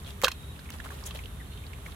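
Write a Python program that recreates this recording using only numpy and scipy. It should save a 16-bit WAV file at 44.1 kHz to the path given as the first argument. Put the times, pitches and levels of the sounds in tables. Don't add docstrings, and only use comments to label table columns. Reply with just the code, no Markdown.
import sys
import numpy as np
from scipy import signal
from scipy.fft import rfft, irfft
from scipy.io import wavfile
from scipy.ndimage import uniform_filter1d

SR = 44100
rng = np.random.default_rng(int(sys.argv[2]) if len(sys.argv) > 2 else 0)


def unload_wav(signal):
    wavfile.write(
        sys.argv[1],
        SR,
        np.round(np.clip(np.atleast_2d(signal).T, -1, 1) * 32767).astype(np.int16),
    )


N = 85995
T = np.arange(N) / SR

# start in seconds, pitch in Hz, level in dB, time to decay by
# 60 dB in seconds, glide over that time in octaves, left minus right in dB.
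AIR_POCKETS = [(0.2170, 2240, -31, 0.0065, 0, -20), (0.2330, 1230, -26, 0.01, -0.15, -2),
               (0.2363, 964, -5, 0.0055, -0.82, -7), (0.2371, 265, -16.5, 0.011, 0, -2),
               (0.2378, 530.5, -14.5, 0.041, 0.17, 5), (0.2444, 1120, -16, 0.023, 0.17, 2.5),
               (0.2451, 2620, -17.5, 0.021, 0, -10), (0.254, 1660, -21.5, 0.018, 0.15, 0),
               (0.2550, 530, -18.5, 0.027, -0.19, 3), (0.2708, 1570, -18, 0.026, -0.38, -8),
               (0.2817, 1146, -19.5, 0.019, -0.54, -8), (0.2819, 2700, -13.5, 0.0067, -0.15, -8),
               (0.3072, 1990, -38, 0.02, -0.18, -8)]
# start, rise and decay time in seconds,
# level of the hollow in dB, level of the spray in dB.
WATER_SPURTS = [(0.2220, 0.0025, 0.0023, -49, -32.5), (0.232, 0.0023, 0.009, -40, -39),
                (0.235, 0.0049, 0.002, -29, -29), (0.2428, 0.0031, 0.0025, -13, -21),
                (0.2520, 0.0018, 0.0054, -30, -32.5), (0.2627, 0.0026, 0.0021, -36.5, -37),
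                (0.2812, 0.00089, .0018, -26, -27), (0.2832, 0.0025, 0.0031, -35.5, -33),
                (0.314, 0.0042, 0.004, -33.5, -39)]
# centre and width in Hz, relative level in dB.
HOLLOW_MODES = [(1170, 450, -9), (1780, 720, -11.5), (2650, 360, -0.5), (3230, 280, -0.5), (3776, 280, -4),
                (4250, 420, 0), (5240, 400, -10.5), (5940, 580, -16), (6900, 280, -15)]
# start in seconds, relative level in dB, pitch in Hz, decay in seconds.
SUCTION_CAVITIES = [(0.0464, -43, 3630, 0.0053), (0.061, -41, 3250, 0.0081), (0.074, -42.5, 2970, .012),
                    (0.105, -37.5, 3460, 0.0031), (0.431, -45.5, 2730, .002), (0.56, -45, 2770, .005),
                    (0.5896, -44.5, 1640, 0.0049), (0.592, -41.5, 4000, 0.0036), (0.657, -45, 2200, 0.0073),
                    (0.6887, -39.5, 2200, 0.0062), (0.705, -33.5, 2920, 0.0013), (0.72, -43, 4770, 0.0026),
                    (0.731, -55, 2820, 0.0091), (0.743, -44, 1010, 0.004), (0.7995, -31.5, 1730, 0.0039),
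                    (0.802, -41.5, 3230, 0.0053), (0.848, -39.5, 1180, 0.0034),
                    (0.858, -33.5, 1330, 0.0013), (0.8638, -33.5, 1330, 0.0028),
                    (0.9038, -33.5, 1400, 0.0034), (0.917, -39, 1230, 0.0053), (0.93, -46, 3150, 0.0018),
                    (1.025, -43, 990, 0.011), (1.0377, -38.5, 5140, 0.0037), (1.069, -42.5, 3200, 0.019),
                    (1.1072, -33.5, 3280, 0.0051), (1.109, -39.5, 1120, 0.0046),
                    (1.1558, -38.5, 2900, .006), (1.158, -40, 3930, .004), (1.189, -35, 2330, 0.0054),
                    (1.2366, -41, 3030, 0.007), (1.247, -40.5, 424, 0.0065), (1.257, -33.5, 3050, 0.0019),
                    (1.517, -48, 2780, .012), (1.533, -46, 3340, 0.0077), (1.5736, -42, 3000, 0.0066),
                    (1.6365, -43.5, 2520, 0.0063), (1.6636, -42.5, 3860, 0.0049),
                    (1.732, -38.5, 2490, 0.0063), (1.783, -46.5, 1080, 0.0037), (1.8603, -33, 2050, 0.0037),
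                    (1.879, -44, 1120, 0.012), (1.9196, -43, 3550, 0.0044)]
# start, rise and decay time in seconds, level in dB.
PALM_STROKES = [(0.04, 0.053, 0.03, -46), (0.72, 0.016, 0.03, -47), (0.838, 0.0074, 0.03, -44.5),
                (0.90, 0.0094, 0.15, -49), (1.05, 0.01, 0.045, -49.5), (1.139, 0.01, 0.044, -45.5),
                (1.84, .02, 0.051, -50.5)]
# start in seconds, level in dB.
FILM_SNAPS = [(0.2168, -25), (0.4256, -46), (0.7039, -31), (0.848, -44), (1.063, -42), (1.074, -40),
              (1.279, -47), (1.349, -47)]
# time in seconds, level in dB.
BUBBLE_LEVELS = [(0.0, -42.5), (0.11, -50), (0.16, -57), (0.5, -64), (0.72, -41), (1.0, -42.5), (1.12, -44),
                 (1.3, -58), (1.6, -57), (1.9, -43.5)]
# frequency in Hz, relative spectral density in dB.
SPRAY_SPECTRUM = [(150, -12), (400, -7), (1500, 7.5), (4000, -2.5), (6500, 2.5), (9000, -5), (13000, -1.5),
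                  (16000, -7.5)]
SMEAR_SPECTRUM = [(150, -12), (500, 17), (1200, 7.5), (3500, 8.5), (5000, -0.5), (7000, 1), (12000, 2.5),
                  (16000, -9)]
TEAR_SPECTRUM = [(1000, -30), (4000, -17), (6500, 5.5), (8500, 1), (12000, -1), (16000, -11)]
WIND_SPECTRUM = [(20, -24), (32, -32), (48, -3), (72, 2.5), (100, -8.5), (150, -9), (220, -14),
                 (320, -21.5), (410, -23.5), (600, -28), (1200, -29), (2400, -35.5), (3700, -33),
                 (4800, -45.5), (8000, -40.5), (11000, -37), (13000, -40.5), (16000, -54.5)]
# time in seconds, relative level in dB.
GUST_LEVELS = [(0.0, -51), (0.016, -43), (0.384, -44), (0.4, -53), (0.494, -38.5), (0.612, -52),
               (0.656, -44), (1.086, -42), (1.15, -40.5), (1.95, -44)]
# start and length in seconds, pitch in Hz, level in dB.
INSECT_TRILLS = [(0.31, .24, 3800, -57), (1.25, .22, 3660, -64), (1.48, .17, 3650, -62),
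                 (1.47, .12, 4250, -64)]

SPRAY_SCATTER_DB, SPRAY_PAN_DB = 4.5, -3.5


def pockets():
    out = 0
    for start, hz, db, t60, glide, pan_db in AIR_POCKETS:
        age = np.maximum(T - start, 0)
        pitch = hz * 2 ** (glide * np.minimum(age / t60, 1))
        cycles = np.cumsum((age > 0) * pitch) / SR
        envelope = (1 - np.exp(-2 * cycles)) * decay(age, t60)
        out = out + pan(pan_db) * undb(db) * envelope * np.sin(2 * np.pi * cycles)
    return out


def spurts(steady_s=0.003):
    hollow_level, spray_level = 0, 0
    for start, rise, fall, hollow_db, spray_db in WATER_SPURTS:
        envelope = swell(start, rise, fall)
        hollow_level += undb(hollow_db) * envelope
        spray_level += undb(spray_db) * envelope
    modes = [sum(undb(db) * noise_band(hz, width) for hz, width, db in HOLLOW_MODES) for _ in range(2)]
    hollow = spread(*steady(np.array(modes), steady_s), width=0.24) * pan(-4)
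    drops = steady(crackle(SPRAY_SCATTER_DB, SPRAY_SPECTRUM), steady_s)
    spray = spread(*drops, width=0.58) * pan(SPRAY_PAN_DB)
    return hollow_level * hollow + spray_level * spray


def squelches(q=3.1, crackle_db=-14, gain_db=-4.5):
    cavities, tearing = 0, 0
    for start, db, hz, fall in SUCTION_CAVITIES:
        envelope = undb(db) * swell(start, rise=0.00086, fall=fall)
        mid, side = (cavity_ring(envelope, hz, hz / q) for _ in range(2))
        cavities += spread(mid, side, width=0.58)
        tearing += envelope
    crack = undb(crackle_db) * tearing * crackle(SPRAY_SCATTER_DB, SPRAY_SPECTRUM)
    return (cavities + crack) * undb(gain_db) * pan(-3)


def smears(scatter_db=7):
    effort = sum(undb(db) * swell(start, rise, fall) for start, rise, fall, db in PALM_STROKES)
    tear = undb(-37) * swell(start=1.053, rise=0.012, fall=0.013)
    return effort * crackle(scatter_db, SMEAR_SPECTRUM) + tear * crackle(scatter_db, TEAR_SPECTRUM)


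def film_ticks(fall_s=0.0005):
    envelope = sum(undb(db) * swell(start, fall_s / 2, fall_s) for start, db in FILM_SNAPS)
    return envelope * rng.standard_normal((2, N)) * pan(SPRAY_PAN_DB)


def bubbles(count=330, centre_hz=3620, ring_cycles=10.4, scatter_db=2.5):
    age = np.arange(512) / SR
    out = np.zeros((2, N + len(age)))
    for when, (octaves, size, phase) in zip(rng.random(count), rng.standard_normal((count, 3))):
        at = int(when * N)
        hz = np.clip(centre_hz * 2 ** octaves, 600, 14000)
        db = contour(at / SR, BUBBLE_LEVELS) + scatter_db * np.clip(size, -2, 2)
        tone = np.sin(2 * np.pi * hz * age + np.array([[phase], [-phase]]))
        out[:, at:at + len(age)] += undb(db) * pan(-6) * tone * decay(age, ring_cycles / hz)
    return out[:, :N]


def ground_scatter(x):
    tail = resonate(rng.standard_normal((2, N)), hz=3000, width=3500) * decay(T, t60=0.12)
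    tail /= np.sqrt(np.sum(tail ** 2, axis=1, keepdims=True))
    return undb(-17.5) * signal.fftconvolve(x.mean(axis=0)[None], tail, axes=1)[:, :N]


def wind(rumble_hz=121, shared_hz=530):
    mid, side = (colour(rng.standard_normal(N), WIND_SPECTRUM) for _ in range(2))
    gain = undb(-42.5) / np.std(mid)
    deep = lowpass(mid, rumble_hz)
    gusts = undb(contour(T, GUST_LEVELS) - 0.5) * steady(deep, span_s=0.084)
    low_mid, low_side = lowpass(mid, shared_hz), lowpass(side, shared_hz)
    rush = spread(low_mid - deep, low_side, width=0.17)
    hiss = spread(mid - low_mid, side - low_side, width=1)
    leaning = resonate(hiss, hz=2000, width=2900)
    return gusts + gain * (rush + hiss - leaning + leaning * pan(-5))


def insects():
    return sum(undb(db) * arch(start, length) * noise_band(hz, width=90, shape=(2, N))
               for start, length, hz, db in INSECT_TRILLS)


def bird(start_s=1.398, length_s=0.0325, hz=2080, fall_octaves=0.35):
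    progress = np.clip((T - start_s) / length_s, 0, 1)
    cycles = np.cumsum(hz * 2 ** (-fall_octaves * progress)) / SR
    roughness = 1 + 0.8 * unit_rms(resonate(rng.standard_normal((2, N)), hz=170, width=170))
    envelope = arch(start_s, length_s) * np.exp(-progress)
    return undb(-45) * roughness * envelope * np.sin(2 * np.pi * cycles)


def hum():
    return undb(-63.5) * noise_band(hz=408.2, width=19)


def cavity_ring(envelope, hz, width):
    start = np.argmax(envelope > 0)
    burst = envelope[start:start + SR // 8]
    drive = burst * rng.standard_normal(len(burst))
    out = np.zeros(N)
    out[start:start + len(drive)] = resonate(resonate(drive, hz, width), hz, width)
    return out * np.sqrt(np.sum(envelope ** 2) / np.sum(out ** 2))


def crackle(scatter_db, spectrum, grain_samples=16):
    channels = []
    for _ in range(2):
        sizes = np.clip(rng.standard_normal(N // grain_samples + 1), -2, 2)
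        grains = rng.standard_normal(N) * undb(scatter_db * np.repeat(sizes, grain_samples)[:N])
        channels.append(unit_rms(colour(grains, spectrum)))
    return np.array(channels)


def noise_band(hz, width, shape=N):
    return unit_rms(resonate(resonate(rng.standard_normal(shape), hz, width), hz, width))


def resonate(x, hz, width):
    return signal.lfilter(*signal.iirpeak(hz, hz / width, fs=SR), x)


def lowpass(x, hz):
    return signal.sosfiltfilt(signal.butter(2, hz, fs=SR, output="sos"), x)


def colour(x, spectrum):
    hz, db = np.array(spectrum).T
    bins_hz = np.maximum(np.fft.rfftfreq(N, 1 / SR), 1)
    return irfft(rfft(x) * undb(np.interp(np.log(bins_hz), np.log(hz), db)), N)


def swell(start, rise, fall):
    age = T - start
    return np.clip(age / rise, 0, 1) * np.exp(-np.maximum(age - rise, 0) / fall)


def arch(start, length):
    return np.sin(np.pi * np.clip((T - start) / length, 0, 1)).clip(0) ** 0.5


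def decay(age, t60):
    return np.exp(-np.log(1000) * age / t60)


def contour(time, points):
    return np.interp(time, *np.array(points).T)


def steady(x, span_s):
    return x / np.sqrt(uniform_filter1d(x ** 2, int(span_s * SR)) + 1e-18)


def spread(mid, side, width):
    return mid + width * side * np.array([[1], [-1]])


def pan(db):
    return undb(np.array([[db], [-db]]) / 2)


def undb(db):
    return 10 ** (np.asarray(db) / 20)


def unit_rms(x):
    return x / np.sqrt(np.mean(x ** 2))


def scene(left_lag_s=0.000015):
    left, right = pockets() + spurts() + squelches() + smears() + film_ticks() + bubbles()
    delay = np.exp(-2j * np.pi * np.fft.rfftfreq(N, 1 / SR) * left_lag_s)
    mud = np.array([irfft(rfft(left) * delay, N), right])
    return mud + ground_scatter(mud) + wind() + insects() + bird() + hum()


def record(dry, top_hz=16200):
    return signal.sosfilt(signal.ellip(10, 0.2, 80, top_hz, fs=SR, output="sos"), dry)


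dry = scene()
out = record(dry)
unload_wav(out)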